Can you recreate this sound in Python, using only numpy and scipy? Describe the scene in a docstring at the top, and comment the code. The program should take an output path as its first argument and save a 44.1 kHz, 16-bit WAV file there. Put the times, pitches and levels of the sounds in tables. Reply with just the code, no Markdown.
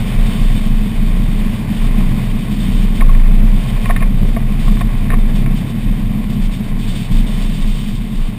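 """A deep shudder and a hollow drumming, with hiss and rattles: a motor glider rolls out along a runway.
Heard from a small action camera on the wing tip, the wing shakes near 29 Hz, the wheels drum in the
airframe, tyres and airflow hiss, bumps rattle the camera mount and the undercarriage knocks.
The camera holds its samples at a coarse 12 kHz, which mirrors the sound into a thin treble sizzle,
and clips on the biggest shudder."""
import sys
import numpy as np
from scipy import signal
from scipy.fft import rfft, irfft
from scipy.io import wavfile
from scipy.ndimage import uniform_filter1d

SR = 44100
rng = np.random.default_rng(int(sys.argv[2]) if len(sys.argv) > 2 else 0)


def persist_wave(psi):
    """Save psi, clipped to +-1, as 16-bit WAV."""
    counts = np.round(np.clip(psi, -1, 1) * 32767).astype(np.int16)
    wavfile.write(sys.argv[1], SR, np.atleast_2d(counts).T)


N = 369558
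TIME = np.arange(N) / SR


def wing_shudder(faint_hz, sag_hz):
    """A bending mode of the wing shakes the camera, almost a pure tone; bumps swell it and slow it."""
    # bumps that set the wing shuddering: (time [s], hold [s], level [dB])
    bumps = [(0.13, 0.027, -7), (0.37, 0.072, -7), (0.66, 0.072, -10.5), (0.93, 0.47, -9.5),
             (1.76, .24, -9.5), (2.7, .14, -8.5), (2.97, 0.51, -2.5), (3.7, 0.0092, -11.5),
             (3.85, .01, -7.5), (3.98, .01, -6.5), (4.1, 0.12, -9), (4.38, 0.039, -11), (4.62, 0.026, -6.5),
             (4.8, .01, -10.5), (4.92, .01, -10.5), (5.08, 0.092, -8.5), (5.33, .01, -13),
             (5.44, 0.0092, -10.5), (5.83, .01, -10), (5.98, 0.0083, -13.5), (6.37, 0.029, -10),
             (6.66, 0.037, -13.5), (7.09, 0.037, -6), (7.39, .03, -14), (7.57, 0.074, -9.5),
             (8.13, 0.041, -12.5)]
    quiver = undb(-17.5 - 0.55 * TIME + 4 * walk(9))  # between bumps, calmer as the glider slows
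    swing = np.sqrt(quiver ** 2 + swells(bumps, attack_s=0.059, release_s=0.12, sag_db_per_s=7))
    # weak shudders wander off their rate, strong ones hold it
    hz = faint_hz - sag_hz * swing + walk(16) / np.sqrt(swing)
    return np.sqrt(2) * np.sin(2 * np.pi * np.cumsum(hz) / SR) * swing


def airframe_drum(soft_hz, lumps_db, trim_db):
    """Runway bumps, softened by the tyres, drum on the panels of the hollow airframe."""
    # modes of the hollow wing and fuselage: (frequency [Hz], width [Hz], level [dB])
    modes = [(53, 16, -8), (92.7, 7.6, -3), (115.8, 7.7, 1), (132.6, 6.4, 0), (161, 6.9, -3),
             (181.5, 7.4, -1), (207.8, 19, 0), (222, 9.6, -1.5), (272, 23, -31.5)]
    # the drumming, easing as the glider slows: (time [s], level [dB])
    drum_level = [(0, -19), (1.5, -18.5), (3.2, -19.5), (4.8, -18.5), (6.2, -20), (6.6, -21), (7.6, -20.5),
                  (8.38, -22.6)]
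    # upper panel modes against the lower ones: (time [s], tilt [dB])
    drum_tilt = [(0, -3.5), (1.3, 1), (2.2, 2), (3.4, -2.5), (4.9, 0), (6.2, 2.5), (8.38, 6)]
    # rough patches of runway that drum harder: (time [s], hold [s], level [dB])
    patches = [(1.92, 0.23, -19.5), (2.53, 0.21, -19.5), (4.2, 0.044, -18), (5.28, 0.2, -22.5),
               (5.8, 0.056, -20), (6.07, 0.045, -21), (6.3, .05, -17), (7.08, 0.095, -20.5)]
    def panels(f):
        power = sum(abs(undb(db) * resonance(f, hz, width)) ** 2 for hz, width, db in modes)
        return np.sqrt(power / (1 + (f / soft_hz) ** 12))
    drum = filtered(grit(per_s=1500, spread_db=1.5), panels)
    drum = tilt(drum, hz=130, lift_db=curve(drum_tilt))
    levelled = drum / np.sqrt(uniform_filter1d(drum ** 2, size=SR // 6))
    roll_power = undb(curve(drum_level) + lumps_db * walk(14)) ** 2
    patch_power = swells(patches, attack_s=0.04, release_s=0.04)
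    return levelled * np.sqrt(roll_power + patch_power) * undb(trim_db)


def tyre_crunch(flutter_db, trim_db):
    """Tread crunches over the coarse asphalt."""
    # tone of the tread: (frequency [Hz], spectral density [dB])
    spectrum = [(150, -1), (330, -4.5), (410, 6), (500, 0), (720, 1), (830, -4), (1130, -4.5), (1280, -9.5),
                (1600, -8), (2000, -4), (2550, -5), (2800, -15.5), (3800, -18), (5700, -23)]
    # tyres on the runway: (time [s], level [dB])
    roll_level = [(0.05, -32.5), (0.39, -35.5), (0.78, -37), (2.12, -34.5), (2.37, -37), (3.95, -35.5),
                  (4.14, -37.5), (5.61, -36.5), (5.77, -38.5), (6.78, -39), (7.13, -37.5), (7.45, -38),
                  (7.91, -41.5), (8.3, -40.5)]
    crunch = through_case(grit(per_s=5000, spread_db=1.0), spectrum)
    return crunch * undb(curve(roll_level) + flutter_db * walk(30) + trim_db)


def airflow(flutter_db, waver_db, whistle_db, trim_db):
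    """Turbulent air hisses past the camera; gusts make it louder and brighter and whistle on the case."""
    # tone of the hiss: (frequency [Hz], spectral density [dB])
    spectrum = [(600, -10), (1500, -10.5), (2000, -3.5), (2550, 0.5), (2760, -1.5), (3030, 3.5), (3270, 1),
                (3420, -2.5), (3800, -2), (4130, -9), (4600, -4), (5100, -12.5), (5400, -8), (5800, -12)]
    # steady airflow, easing as the glider slows: (time [s], level [dB])
    air_level = [(0, -35.5), (.6, -36), (.8, -39.5), (2.8, -39), (3.15, -43), (3.6, -38), (4.1, -43.5),
                 (5, -42), (6.75, -44), (7.9, -43), (8.38, -43)]
    # gusts on top of it: (time [s], hold [s], level [dB])
    gusts = [(1.8, .04, -42), (2.5, 0.13, -40.5), (2.74, 0.066, -40.5), (2.94, .03, -38),
             (3.79, 0.061, -39), (4.2, 0.13, -44), (4.58, 0.19, -38.5), (5.34, 0.014, -37.5),
             (5.54, .02, -38.5), (5.66, 0.018, -42), (6.28, .03, -40), (6.4, 0.024, -38.5),
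             (6.5, 0.013, -36), (6.62, 0.033, -44.5), (6.77, 0.086, -39), (6.86, 0.16, -35),
             (7.1, 0.088, -35.5), (7.25, 0.68, -36.3), (8.1, 0.16, -42)]
    steady_power = undb(curve(air_level) + waver_db * walk(12)) ** 2
    gust_power = swells(gusts, attack_s=0.025, release_s=0.062, sag_db_per_s=3)
    power = steady_power + gust_power
    gust_share = gust_power / power
    hiss = through_case(rng.standard_normal(N), spectrum)
    hiss = tilt(hiss, hz=3400, lift_db=-3 + 5.5 * gust_share)
    whistle = filtered(rng.standard_normal(N), lambda f: resonance(f, hz=3613, width=76) ** 2)
    air = hiss + undb(whistle_db) * gust_share * whistle
    return air * np.sqrt(power) * undb(flutter_db * walk(45) + trim_db)


def mount_rattles(bright_trim_db, dull_trim_db):
    """The camera mount chatters in its joint; hard contacts ring bright, soft ones dull."""
    # contacts in the joint: (time [s], bright ring [dB], dull ring [dB])
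    contacts = [(3.0087, -14.5, -29), (3.0147, -23, -20), (3.0913, -22, -25), (3.1487, -20.5, -33),
                (3.1966, -23.5, -44), (3.2574, -25, -36), (3.8568, -15, -25), (3.8916, -19, -30.5),
                (3.8982, -25, -15.5), (3.9073, -11.5, -19.5), (3.9624, -11.5, -28), (4.0058, -23, -29),
                (4.0154, -25, -27), (4.024, -15.5, -23), (4.364, -21, -20.5), (4.6774, -26, -25),
                (4.7702, -23, -36), (4.8084, -22, -22.5), (4.814, -18, -28), (5.1026, -13, -28),
                (5.1175, -21, -28), (5.1317, -19, -19), (5.1409, -17, -24), (5.461, -20.5, -34)]
    # the mount's bright and dull rings: (frequency [Hz], t60 [s], level [dB])
    bright_modes = [(1320, 0.014, -5.5), (1817, 0.023, 2), (2142, 0.023, 0.5), (2400, 0.016, 1.5),
                    (2760, 0.0082, -3.5), (3720, 0.013, -10)]
    dull_modes = [(430, .025, -16), (700, .032, -2), (980, .022, -6), (1095, .048, 1)]
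    out = np.zeros(N)
    for s, bright_db, dull_db in contacts:
        bright = ring(chatter(fade_s=0.0056, rebound=1.18), bright_modes)
        dull = ring(chatter(fade_s=0.0058, rebound=3.9), dull_modes)
        add(out, s, undb(bright_db + bright_trim_db) * bright)
        add(out, s, undb(dull_db + dull_trim_db) * dull)
    return out


def gear_knocks():
    """The undercarriage knocks on rough patches, muffled by the length of the wing."""
    # dull knocks: (time [s], peak level [dB])
    knocks = [(4.212, -25), (4.228, -21), (4.245, -22), (4.285, -24), (4.678, -27), (5.132, -21.5),
              (5.385, -26)]
    # ring of the undercarriage: (frequency [Hz], t60 [s], level [dB])
    modes = [(334, 0.06, -1), (424, 0.043, 5), (550, 0.027, 2), (650, 0.045, -2)]
    out = np.zeros(N)
    for s, db in knocks:
        add(out, s, undb(db) * ring(chatter(fade_s=0.022, rebound=1.0), modes))
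    return out


def through_case(x, spectrum):
    """Colour x with a spectrum of (Hz, dB) points and the resonances of the camera case; rms 1."""
    # resonances of the case: (frequency [Hz], width [Hz], lift [dB])
    modes = [(1075, 107, 6), (3574, 120, 8.5)]
    hz, db = np.transpose(spectrum)
    def response(f):
        lift_db = sum(lift * abs(resonance(f, centre, width)) ** 2 for centre, width, lift in modes)
        return undb(np.interp(np.log(f), np.log(hz), db) + lift_db)
    return filtered(x, response)


def grit(per_s, spread_db):
    """Dense random contacts of uneven size."""
    touch = rng.random(N) < per_s / SR
    return touch * rng.standard_normal(N) * undb(spread_db * rng.standard_normal(N))


def chatter(fade_s, rebound):
    """One contact followed by a dying scatter of tiny rebounds."""
    t = TIME[:SR // 10]
    fade = np.exp(-t / fade_s) / np.sqrt(fade_s * SR / 2)  # unit energy
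    push = rebound * unit(rng.standard_normal(len(t))) * fade
    push[0] += 1
    return push


def ring(push, modes):
    """Decaying modes of alternating polarity, driven by a push; peak 1."""
    t = TIME[:len(push)]
    tone = sum((-1) ** k * undb(db - 60 * t / t60) * np.sin(2 * np.pi * hz * t)
               for k, (hz, t60, db) in enumerate(modes))
    ringing = signal.fftconvolve(push, tone)[:len(t)]
    return ringing / np.max(abs(ringing))


def swells(rows, attack_s, release_s, sag_db_per_s=0):
    """Power envelope of events that rise, hold with an optional sag and die away."""
    power = np.zeros(N)
    for s, hold_s, db in rows:
        age = TIME - s
        rise = age / attack_s
        fall = 1 - (age - attack_s - hold_s) / release_s
        ramp = np.clip(np.minimum(rise, fall), 0, 1)
        gain = undb(db - sag_db_per_s * np.maximum(age, 0))
        power += (np.sin(ramp * np.pi / 2) ** 2 * gain) ** 2
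    return power


def tilt(x, hz, lift_db):
    """Lift the part of x above hz against the part below; rms 1."""
    low = signal.sosfiltfilt(signal.butter(2, hz, fs=SR, output="sos"), x)
    gain = undb(lift_db / 2)
    return unit(low / gain + (x - low) * gain)


def resonance(f, hz, width):
    """Complex response of one mode, 1 at its centre."""
    return 1j * f * width / (hz ** 2 - f ** 2 + 1j * f * width)


def filtered(x, response):
    """Pass x through a response given as a function of frequency; rms 1."""
    f = np.maximum(np.arange(N // 2 + 1) * SR / N, 1)
    return unit(irfft(rfft(x) * response(f), N))


def walk(per_s):
    """Random drift that takes per_s steps a second; rms 1."""
    steps = rng.standard_normal(4096)
    return unit(np.interp(TIME * per_s, np.arange(len(steps)), steps))


def curve(rows):
    """Automation line through (time [s], value) points."""
    return np.interp(TIME, *np.transpose(rows))


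def undb(db):
    """Decibels to gain."""
    return 10 ** (np.asarray(db) / 20)


def unit(x):
    """Scale to rms 1."""
    return x / np.sqrt(np.mean(x ** 2))


def add(out, s, x):
    """Mix x into out at time s."""
    start = int(s * SR)
    out[start:start + len(x)] += x[:N - start]


def scene():
    """Everything that reaches the camera, in one channel."""
    wing = wing_shudder(faint_hz=29.86, sag_hz=3.2)
    drum = airframe_drum(soft_hz=313, lumps_db=0.94, trim_db=0.5)
    tyres = tyre_crunch(flutter_db=0.72, trim_db=3.0)
    air = airflow(flutter_db=1.0, waver_db=1.0, whistle_db=-15.5, trim_db=1.5)
    rattles = mount_rattles(bright_trim_db=0.5, dull_trim_db=5.5)
    return (wing + drum + tyres + air + rattles + gear_knocks())[None]


def record(dry):
    """The camera keeps the band below 6 kHz, holds each sample as a step, clips, and cuts the top."""
    band_hz, hold_hz, top_hz, ceiling = 5650, 12000, 15270, 0.99
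    f = np.arange(N // 2 + 1) * SR / N
    narrow = irfft(rfft(dry) / np.sqrt(1 + (f / band_hz) ** 40), N)
    # steps mirror the band to both sides of the holding rate; their flat tops weaken the bass's mirror
    mirrored = narrow * (1 + 2 * np.cos(2 * np.pi * hold_hz * TIME))
    held = irfft(rfft(mirrored) * np.sinc(f / hold_hz), N)
    top_cut = signal.ellip(12, .2, 80, top_hz, fs=SR, output="sos")
    return signal.sosfilt(top_cut, np.clip(held, -ceiling, ceiling))


dry = scene()
out = record(dry)
persist_wave(out)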